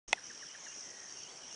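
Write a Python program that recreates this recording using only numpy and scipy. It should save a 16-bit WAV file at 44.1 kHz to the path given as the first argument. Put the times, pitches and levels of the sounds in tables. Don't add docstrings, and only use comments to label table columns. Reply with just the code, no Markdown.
import sys
import numpy as np
from scipy import signal
from scipy.fft import rfft, irfft
from scipy.io import wavfile
from scipy.ndimage import uniform_filter1d

SR = 44100
rng = np.random.default_rng(int(sys.argv[2]) if len(sys.argv) > 2 else 0)


def dump_mix(stems):
    frames = np.atleast_2d(stems).T
    limited = np.clip(frames, -1, 1)
    pcm = np.round(limited * 32767).astype(np.int16)
    wavfile.write(sys.argv[1], SR, pcm)


N = 68355
T = np.arange(N) / SR


def amp(db):
    return 10 ** (np.asarray(db) / 20)


def unit(x):
    return x / np.sqrt(np.mean(x ** 2) + 1e-20)


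def add(mix, start_s, sound):
    part = mix[max(round(start_s * SR), 0):][:len(sound)]
    part += sound[:len(part)]


def drift(rate_hz):
    lowpass = np.exp(-(np.fft.rfftfreq(N, 1 / SR) / rate_hz) ** 2)
    return unit(irfft(rfft(rng.standard_normal(N)) * lowpass, N))


def resonate(x, hz, width_hz):
    carrier = np.exp(2j * np.pi * np.cumsum(hz * np.ones(len(x))) / SR)
    pole = np.exp(-np.pi * abs(width_hz) / SR)
    baseband = signal.lfilter([1], [1, -2 * pole, pole * pole], x / carrier)
    return unit((carrier * baseband).real)


def progress(length_s):
    return np.linspace(0, 1, max(round(length_s * SR), 2))


def swell(u):
    return np.sqrt(abs(np.sin(np.pi * u)))


def tone(hz):
    return np.sqrt(2) * np.sin(2 * np.pi * (np.cumsum(hz) / SR + rng.random()))


def trees(x, wet_db, t60_s=0.28, echoes_per_s=2000):
    t = T[:SR // 2]
    echoes = rng.standard_normal(len(t)) * (rng.random(len(t)) < echoes_per_s / SR)
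    tail = echoes * amp(-60 * t / t60_s) * (t > .006)
    return x + amp(wet_db) * signal.fftconvolve(x, tail / np.linalg.norm(tail))[:N]


def air(level_db=-56, patchy_db=1.94):
    # frequency in Hz, relative spectral density in dB.
    spectrum = [(25, -18.5), (80, -9.5), (160, -4), (300, 0), (600, -1.83), (1100, -3.5), (2400, -4.5),
                (4000, -9), (7500, -10), (10000, -16)]
    knots_hz, knots_db = np.transpose(spectrum)
    hz, _, frames = signal.stft(rng.standard_normal(N), SR, nperseg=1024, noverlap=768)
    patches = uniform_filter1d(rng.standard_normal(frames.shape), size=10, axis=0)
    patches = unit(uniform_filter1d(patches, size=10, axis=1))
    shape_db = np.interp(np.log(hz + 1), np.log(knots_hz), knots_db)
    frames *= amp(shape_db[:, None] + patchy_db * patches)
    return amp(level_db) * unit(signal.istft(frames, nperseg=1024, noverlap=768)[1][:N])


def whistlers(far_start_s=.79, far_length_s=.35, far_db=-63.5):
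    # start and length in seconds, first and last frequency in Hz, level in dB.
    whistles = [(1.082, .05, 4770, 4650, -62.5), (1.13, 0.047, 4580, 4600, -67.5),
                (1.166, 0.039, 4800, 4560, -65), (1.213, .035, 4580, 4550, -63),
                (1.25, 0.079, 4710, 4620, -68.5), (1.306, .035, 4600, 4550, -62),
                (1.332, .045, 4710, 4640, -66.5), (1.381, .04, 4600, 4540, -67)]
    out = np.zeros(N)
    for start, length, first_hz, last_hz, db in whistles:
        u = progress(length)
        add(out, start, amp(db) * swell(u) * tone(first_hz + (last_hz - first_hz) * u))
    u = progress(far_length_s)
    far = resonate(rng.standard_normal(len(u)), hz=np.linspace(2030, 1800, len(u)), width_hz=150)
    add(out, far_start_s, amp(far_db) * swell(u) * far)
    return trees(out, wet_db=-5.5)


def warbler(lowest_at=.48, jitter=0.0056, flutter_db=1.6):
    # start and length in seconds, first, lowest and last frequency in Hz, level in dB.
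    warbles = [(0.23, .075, 3200, 3015, 3300, -69), (0.384, 0.058, 3250, 2867, 3050, -64),
               (.45, 0.11, 3500, 2880, 3250, -61), (0.645, 0.092, 3100, 2740, 3006, -61.5),
               (1.151, 0.054, 3150, 2780, 2960, -60.5), (1.202, .117, 3457, 2858, 3470, -59),
               (1.413, 0.059, 3150, 2872, 3140, -61), (1.475, 0.089, 3450, 2820, 3230, -60.5)]
    # centre and width in Hz, level in dB.
    chorus = (3137, 360, -69.5)
    out = np.zeros(N)
    for start, length, first_hz, low_hz, last_hz, db in warbles:
        u = progress(length)
        bend = np.interp(u, [0, lowest_at, 1], [-1, 0, 1])
        span_hz = np.where(bend < 0, first_hz, last_hz) - low_hz
        hz = low_hz + span_hz * np.sin(np.pi / 2 * bend) ** 2
        waver = 1 + jitter * drift(200)[:len(u)]
        add(out, start, amp(db) * swell(u) * tone(hz * waver))
    bird = trees(out * amp(flutter_db * drift(90)), wet_db=-6)
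    hz, width, db = chorus
    return bird + amp(db) * resonate(rng.standard_normal(N), hz, width)


def chirps(top_hz=2280, end_hz=1170, floor=.22):
    # start and length in seconds, level in dB.
    calls = [(.162, .038, -49.7), (.289, .037, -49.7), (.413, .035, -49.2), (.537, .033, -49.5),
             (.654, .031, -49)]
    out = np.zeros(N)
    for start, length, db in calls:
        u = progress(length)
        accent = np.exp(-((u - .49) / .18) ** 2)
        envelope = swell(u) * (floor + (1 - floor) * accent)
        add(out, start, amp(db) * envelope * tone(top_hz + (end_hz - top_hz) * u))
    return trees(out, wet_db=-7)


def scraping(rate_hz, jitter=0.044, depth=0.57, flutter_db=2.0):
    strokes = np.cumsum(rate_hz * (1 + jitter * drift(45))) / SR
    bursts = 1 - depth * np.sin(np.pi * strokes) ** 4
    return rng.standard_normal(N) * bursts * amp(flutter_db * drift(150))


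def insects(rasp_start_s=.58, rasp_length_s=.2, rasp_db=-58.5):
    # time in seconds, levels of the lower and upper band in dB before their trims.
    hiss = [(0.09, -55, -53.5), (0.18, -56.5, -86), (0.25, -51.5, -60.5), (0.34, -54, -59.5),
            (0.41, -49.5, -63), (0.56, -55, -64), (0.64, -54.5, -56.5), (0.72, -53.5, -55.5),
            (0.82, -48.8, -57), (0.92, -54.5, -58.5), (1.05, -54.5, -57.5), (1.2, -50.5, -55.9),
            (1.33, -58, -62.5), (1.44, -52.5, -65), (1.54, -51.5, -54.8)]
    # centre and width in Hz, relative level in dB.
    lower_rings = [(5828, 270, -2), (5605, 550, 1), (5340, 670, -7.5), (5726, 41, -11)]
    upper_rings = [(6265, 220, 0.59), (6460, 650, -1.7)]
    times, lower_db, upper_db = np.transpose(hiss)
    bands = (lower_rings, lower_db, 0.95, 64), (upper_rings, upper_db, 2, 54)
    out = np.zeros(N)
    for rings, level_db, trim_db, stroke_hz in bands:
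        drive = scraping(stroke_hz)
        song = sum(amp(db) * resonate(drive * rng.choice([-1, 1], N), hz, width)
                   for hz, width, db in rings)
        out += amp(np.interp(T, times, level_db + trim_db)) * unit(song)
    u = progress(rasp_length_s)
    rasp = resonate(drive[:len(u)], hz=6650, width_hz=610)
    add(out, rasp_start_s, amp(rasp_db) * swell(u) * rasp)
    return out


def click(start_s=.129, rise_s=0.00046, ring_db=-15.5, crack_db=-27, crack_t60_s=0.018, low_cut_hz=240):
    # frequency in Hz, relative level in dB, time to decay by 60 dB in seconds.
    modes = [(650, -4.5, 0.014), (751, -5, .025), (872, -1.5, 0.016), (1440, -18, 0.028),
             (2024, 3.5, 0.014), (2140, 0, .015), (2556, 0, .018), (3000, -3, 0.006), (3430, -9, .024),
             (3860, -12, 0.017), (4473, -8, 0.0095), (5580, -11, 0.012), (6400, -6, 0.0061),
             (7314, -23, 0.013)]
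    out, t = np.zeros(N), T[:SR // 20]
    ring = sum((-1) ** k * amp(db - 60 * t / t60) * np.sin(2 * np.pi * hz * t)
               for k, (hz, db, t60) in enumerate(modes))
    crack = amp(crack_db - 60 * t / crack_t60_s) * rng.standard_normal(len(t))
    add(out, start_s, np.minimum(t / rise_s, 1) * (amp(ring_db) * ring + crack))
    return signal.sosfilt(signal.butter(2, low_cut_hz, "highpass", fs=SR, output="sos"), out)


def scene():
    return (air() + insects() + chirps() + warbler() + whistlers() + click())[None]


def record(dry, on_s=.078, bump_db=-52.5, bump_hz=33, bump_decay_s=0.028, edge_hz=10080):
    t = np.maximum(T - on_s, 0)
    bump = amp(bump_db) * np.sin(2 * np.pi * bump_hz * t) * np.exp(-t / bump_decay_s)
    live = dry * np.minimum(t / .002, 1) + bump
    lowpass = signal.firwin(511, edge_hz, window=("kaiser", 9), fs=SR)
    return signal.oaconvolve(live, lowpass[None], "same")


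dry = scene()
out = record(dry)
dump_mix(out)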